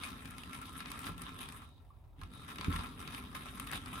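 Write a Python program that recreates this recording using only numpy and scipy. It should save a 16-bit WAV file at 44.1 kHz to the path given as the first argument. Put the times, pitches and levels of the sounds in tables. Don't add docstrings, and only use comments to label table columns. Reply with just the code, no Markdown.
import sys
import numpy as np
from scipy import signal
from scipy.fft import rfft, irfft
from scipy.io import wavfile
from scipy.ndimage import uniform_filter1d

SR = 44100
rng = np.random.default_rng(int(sys.argv[2]) if len(sys.argv) > 2 else 0)


def output_pcm(signal):
    pcm = np.clip(np.atleast_2d(signal).T, -1, 1) * 32767
    wavfile.write(sys.argv[1], SR, np.round(pcm).astype(np.int16))


N = 176400
T = np.arange(N) / SR
GEAR_CORRELATION = 0.16
OPPOSITE_PHASE = np.array([[1], [-1]])
# (frequency [Hz], bandwidth [Hz], lift [dB])
FRAME_RESONANCES = [(1082, 140, 4.5), (1217, 137, 4.5), (1342, 57, 13.5), (1440, 75, -3.5), (1685, 86, 2),
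                    (2544, 120, 4), (3716, 130, 4), (4870, 220, 5), (9760, 140, 7.5)]


def tooth_impacts(jitter_periods=.2, spread_db=4):
    # (time [s], meshing rate [teeth/s])
    mesh_rate = [(0, 77.6), (1.5, 71.7), (1.75, 35.3), (2.15, 35), (2.45, 70), (2.75, 87.2), (4, 86.1)]
    teeth_passed = np.cumsum(in_time(mesh_rate)) / SR
    timing, strength = rng.standard_normal((400, 2))[:int(teeth_passed[-1])].T
    times = np.interp(np.arange(len(timing)) + jitter_periods * timing, teeth_passed, T)
    return impulses(times, from_db(spread_db * np.clip(strength, -2, 1.6)))


def gears(impacts):
    # (frequency [Hz], spectral level [dB])
    rattle_spectrum = [(300, -14), (550, -7.5), (800, -3), (1100, 2), (1400, 0), (1800, -1), (2600, -3),
                       (3800, -3), (4400, -13.5), (7500, -23), (10000, -39), (16000, -42)]
    # (frequency [Hz], spectral level [dB])
    snap_spectrum = [(300, -16), (700, -4.5), (1200, -0.5), (2300, 3), (3700, 0), (4600, -6), (7000, -16),
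                     (10000, -21), (16000, -32)]
    # (frequency [Hz], spectral level [dB])
    scrape_spectrum = [(2000, -55), (5000, -6.5), (7600, -9.5), (8300, 3), (9200, 0.5), (10800, 3),
                       (12500, -4.5), (15400, -9), (16000, -24)]
    snap, crack = snapping_teeth()
    rattle_gain, scrape_gain = strain()
    rattle = rattle_gain * moving_contact(friction(impacts))
    scrape = from_db(1) * scrape_gain * moving_contact(friction(impacts))
    return gear_balance(colour(rattle, rattle_spectrum, FRAME_RESONANCES)
                        + colour(snap, snap_spectrum, FRAME_RESONANCES)
                        + colour(scrape + crack, scrape_spectrum, FRAME_RESONANCES))


def friction(impacts, spots_per_s=380, grain_db=-2, slide_db=-2):
    landing = unit_rms(decay(impacts, decay_s=.0052) * noise(GEAR_CORRELATION))
    rough_spots = rng.random(N) < spots_per_s / SR
    grains = unit_rms(decay(rough_spots, decay_s=.0006) * noise(GEAR_CORRELATION))
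    sliding = noise(GEAR_CORRELATION)
    return unit_rms(landing + from_db(grain_db) * grains + from_db(slide_db) * sliding)


def moving_contact(x, depth_db=3, changes_per_s=45):
    octave = np.log2(np.arange(N // 2 + 1) * SR / N + 1)
    centres = np.linspace(np.log2(700), np.log2(15000), 11)
    spectrum = rfft(x)
    modulated = 0
    for weights in np.eye(len(centres)):
        band = irfft(spectrum * np.interp(octave, centres, weights), N)
        knots = rng.standard_normal(2000)
        wander = unit_rms(np.interp(T * changes_per_s, np.arange(len(knots)), knots))
        modulated += band * from_db(depth_db * wander)
    return unit_rms(modulated)


def strain(steady_scrape_db=-10.5):
    # (time [s], level [dB])
    load = [(0, -49.5), (0.19, -54.5), (0.51, -55), (0.72, -55), (1.1, -51), (1.16, -62.5), (1.2, -51),
            (1.36, -55), (1.53, -53.5), (1.64, -58.5), (1.74, -74.5), (2.16, -79.5), (2.19, -63.5),
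            (2.29, -66), (2.34, -58.5), (2.56, -55), (2.85, -51), (2.95, -57.5), (3.1, -52), (3.29, -58),
            (3.4, -53), (3.52, -55), (3.58, -50.5), (3.82, -55), (4, -45)]
    # (time [s], duration [s], rattle level [dB], scrape level [dB])
    bites = [(0.029, 0.062, -48.5, -56), (0.53, 0.026, -51, -57), (0.621, 0.073, -55.5, -63),
             (0.748, 0.057, -55.5, -59.5), (1, 0.038, -51.5, -56.5), (1.051, 0.039, -46.5, -53.5),
             (1.264, 0.02, -49.5, -70), (1.405, 0.035, -48.5, -56), (2.479, 0.041, -49, -60.5),
             (2.602, 0.07, -50.5, -65), (2.714, 0.053, -48.5, -59.5), (2.783, 0.065, -47.5, -66),
             (2.989, 0.036, -52.5, -60.5), (3.12, 0.065, -50, -58.5), (3.346, 0.019, -44.5, -54.5),
             (3.455, 0.041, -51.5, -61.5), (3.67, 0.039, -50, -65), (3.728, 0.039, -43, -52.5)]
    load_db = in_time(load)
    power = from_db([load_db, load_db + steady_scrape_db]) ** 2
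    for start_s, length_s, rattle_db, scrape_db in bites:
        power += (from_db([[rattle_db], [scrape_db]]) * held(start_s, length_s)) ** 2
    return np.sqrt(power)


def snapping_teeth():
    # (time [s], relative level [dB], treble offset [dB])
    snaps = [(0.0353, -33, -14), (0.1036, -43, -10), (0.255, -39, -14), (0.308, -51, 0), (0.3818, -39, -12),
             (0.4345, -39, -29), (0.5313, -40, -10), (0.55, -39, -25), (0.6155, -50, -3),
             (0.8038, -34.5, -20), (0.8577, -37, -28), (0.9164, -36, -7.5), (0.9909, -40.5, -6.5),
             (1.042, -37.5, -17), (1.067, -33, -28), (1.076, -40, -24), (1.1795, -43, -11),
             (1.2184, -41.5, -4), (1.39, -43.5, -9.5), (1.488, -39.5, -10.5), (1.523, -45.5, -8),
             (2.2141, -45.5, -18), (2.2341, -44.5, -15), (2.336, -50.5, -12.5), (2.5577, -41, -14),
             (2.584, -33.5, -24), (2.6106, -31, -20), (2.6446, -32, -22), (2.7258, -36, -28),
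             (2.7607, -35, -11), (2.7911, -36.5, -31), (2.8595, -43, -32), (3.0755, -36, -19),
             (3.147, -37, -16), (3.352, -37, -21), (3.4516, -50, -19), (3.485, -44.5, -19),
             (3.598, -34.5, -5.5), (3.6722, -41.5, -17), (3.7146, -38.5, -4.5), (3.7244, -34, -17),
             (3.8593, -40, -13.5)]
    times, db, treble_db = np.transpose(snaps)
    snap = bursts(times, db - 2.5, decay_s=.0034)
    crack = bursts(times, db + treble_db + 6, decay_s=.0019) * pan(1)
    return snap, crack


def frame_bumps():
    # (time [s], level [dB])
    bumps = [(0.082, -45), (0.614, -42.5), (0.803, -48), (1.082, -45.5), (1.544, -49), (1.618, -46.5),
             (2.213, -47), (2.734, -39.5), (3.354, -45)]
    # (frequency [Hz], spectral level [dB])
    hollow_spectrum = [(600, -23), (1050, -3.5), (1350, -4.5), (1700, -7.5), (2600, -30)]
    times, db = np.transpose(bumps)
    return gear_balance(colour(bursts(times, db, decay_s=.011), hollow_spectrum, FRAME_RESONANCES))


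def wheel_rub(ring_hz=3770, width_hz=190):
    # (time [s], duration [s], level [dB])
    rubs = [(1.62, .17, -74), (2.325, .11, -63.5)]
    band = signal.butter(1, [ring_hz - width_hz / 2, ring_hz + width_hz / 2], "band", fs=SR, output="sos")
    ring = unit_rms(signal.sosfilt(band, noise(GEAR_CORRELATION)))
    return ring * sum(from_db(db) * held(start_s, length_s) for start_s, length_s, db in rubs)


def creak(half_width_s=.0037):
    # (time [s], frequency [Hz], level [dB])
    slips = [(1.908, 1128, -53.5)]
    return sum(from_db(db) * np.exp(-((T - time_s) / half_width_s) ** 2) * np.sin(2 * np.pi * hz * T)
               for time_s, hz, db in slips)


def gear_balance(x):
    # (frequency [Hz], left minus right [dB])
    balance = [(500, 2.5), (1000, 1.5), (1400, 0.5), (2000, 2.5), (2800, 1), (3700, -1.5), (5000, 9),
               (12000, 3.5)]
    hz, db = np.transpose(balance)
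    bin_hz = np.arange(N + 1) * SR / (2 * N) + 1
    lean_db = np.interp(np.log(bin_hz), np.log(hz), db)
    return irfft(rfft(x, 2 * N) * pan(lean_db))[:, :N]


def boring(impacts, cutting_db=1.5, thud_db=-3.5):
    # (time [s], level [dB])
    shaking = [(0, -55.5), (1.02, -55.5), (1.09, -47), (1.14, -54.5), (1.6, -57.5), (1.72, -71),
               (2.15, -87), (2.19, -61), (2.65, -53.5), (2.7, -46.5), (2.88, -53), (3.28, -54.5),
               (3.36, -53.5), (3.45, -56.5), (3.7, -53.5), (3.75, -47), (3.82, -56), (4, -50)]
    # (frequency [Hz], spectral level [dB])
    rumble_spectrum = [(25, -35), (42, -1.5), (80, 2), (120, -2.5), (170, 1.5), (210, -2.5), (265, 4.5),
                       (320, -10), (420, -10.5), (560, -24), (1200, -58)]
    thuds = unit_rms(colour(impacts, rumble_spectrum))
    cutting = colour(rng.standard_normal(N), rumble_spectrum)
    return from_db(in_time(shaking)) * (from_db(cutting_db) * cutting + from_db(thud_db) * thuds)


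def board_knocks():
    # (time [s], impulse level [dB], contact time [s])
    knocks = [(1.087, -36, 0.0047), (2.221, -28.5, 0.0091), (2.594, -38, 0.0018), (2.681, -19.5, 0.0038),
              (2.694, -39, 0.0044), (2.741, -26, 0.0059), (2.789, -32, 0.0046)]
    # (frequency [Hz], gain [dB], time to fall 60 dB [s])
    modes = [(49, -16, 0.35), (85.8, -4, .14), (167, -4, 0.084), (266, -6.5, 0.07), (397, -22, 0.068)]
    force = np.zeros(N)
    for start_s, db, contact_s in knocks:
        pulse = np.sin(np.pi * np.clip((T - start_s) / contact_s, 0, 1)) ** 2
        force += from_db(db) * pulse / pulse.sum()
    ringing = 0
    for hz, db, t60_s in modes:
        radius, angle = from_db(-60 / (t60_s * SR)), 2 * np.pi * hz / SR
        feedback = [1, -2 * radius * np.cos(angle), radius ** 2]
        ringing += from_db(db) * signal.lfilter([.5, 0, -.5], feedback, force + 1e-18)
    return ringing * pan(-1.5)


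def diffuse_rumble(bench, relative_db=-14, window_s=.04):
    # (frequency [Hz], spectral level [dB])
    diffuse_spectrum = [(25, -12), (50, 1), (110, 4.5), (200, -8.5), (350, -0.5), (800, -39)]
    power = uniform_filter1d(np.mean(bench ** 2, axis=0), int(window_s * SR) + 1)
    rumble = colour(rng.standard_normal(N), diffuse_spectrum)
    return from_db(relative_db) * np.sqrt(np.abs(power)) * rumble * OPPOSITE_PHASE


def reverberation(x, t60_s=.2, gap_s=.004, wall_hz=6900, relative_db=-9.5):
    t = T[:SR // 2]
    tail = rng.standard_normal((2, len(t))) * np.exp(-np.log(1000) * t / t60_s) * (t > gap_s)
    tail = signal.sosfilt(signal.butter(1, wall_hz, fs=SR, output="sos"), tail)
    tail /= np.sqrt(np.sum(tail ** 2) / 2)
    return from_db(relative_db) * signal.fftconvolve(x, tail, axes=1)[:, :N]


def room_hum(level_db=-56.5):
    # (frequency [Hz], spectral level [dB])
    hum_spectrum = [(25, -28), (45, 2), (90, -2.5), (130, -6.5), (180, -19.5), (500, -28.5), (720, -25.5),
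                    (1000, -27.5), (1400, -45.5), (2500, -47.5), (7000, -56.5), (16000, -49)]
    return from_db(level_db) * colour(noise(correlation=.72), hum_spectrum)


def from_db(db):
    return 10 ** (np.asarray(db) / 20)


def unit_rms(x):
    return x / np.sqrt(np.mean(x ** 2) + 1e-20)


def in_time(curve):
    return np.interp(T, *np.transpose(curve))


def pan(left_minus_right_db):
    gains = from_db(np.array([[.5], [-.5]]) * left_minus_right_db)
    return gains / np.sqrt(np.mean(gains ** 2, axis=0))


def noise(correlation):
    mid, side = rng.standard_normal((2, N))
    return (np.sqrt(1 + correlation) * mid + np.sqrt(1 - correlation) * side * OPPOSITE_PHASE) / np.sqrt(2)


def colour(x, spectrum, resonances=()):
    size = 2 * N
    hz = np.arange(N + 1) * SR / size + 1
    point_hz, point_db = np.transpose(spectrum)
    db = np.interp(np.log(hz), np.log(point_hz), point_db)
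    db += 20 * np.log10(np.minimum(hz / point_hz[0], 1))
    for centre_hz, width_hz, lift_db in resonances:
        db += lift_db / (1 + (2 * (hz - centre_hz) / width_hz) ** 2)
    cepstrum = irfft(np.log(unit_rms(from_db(db))))
    cepstrum[1:N] *= 2
    cepstrum[N + 1:] = 0
    return irfft(rfft(x, size) * np.exp(rfft(cepstrum)))[..., :N]


def impulses(times, sizes):
    train = np.zeros(N)
    np.add.at(train, np.clip((times * SR).astype(int), 0, N - 1), sizes)
    return train


def decay(x, decay_s):
    return signal.lfilter([1], [1, -np.exp(-1 / (decay_s * SR))], x + 1e-18)


def bursts(times, db, decay_s, attack_s=.0002):
    falling = decay(impulses(times, from_db(db)), decay_s)
    envelope = decay(falling, attack_s) / (attack_s * SR)
    return envelope * noise(GEAR_CORRELATION)


def held(start_s, length_s, attack_s=.0018, release_s=.0091):
    rise = np.clip((T - start_s) / attack_s, 0, 1)
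    return rise * np.exp(-np.clip((T - start_s - length_s) / release_s, 0, 20))


def scene():
    impacts = tooth_impacts()
    drill = gears(impacts) + frame_bumps() + wheel_rub() + creak()
    bench = boring(impacts) + board_knocks()
    return drill + reverberation(drill) + bench + diffuse_rumble(bench) + room_hum()


def record(dry, low_cut_hz=20, high_cut_hz=16200):
    thinned = signal.sosfilt(signal.butter(2, low_cut_hz, "high", fs=SR, output="sos"), dry)
    return signal.sosfilt(signal.ellip(10, .1, 80, high_cut_hz, fs=SR, output="sos"), thinned)


dry = scene()
out = record(dry)
output_pcm(out)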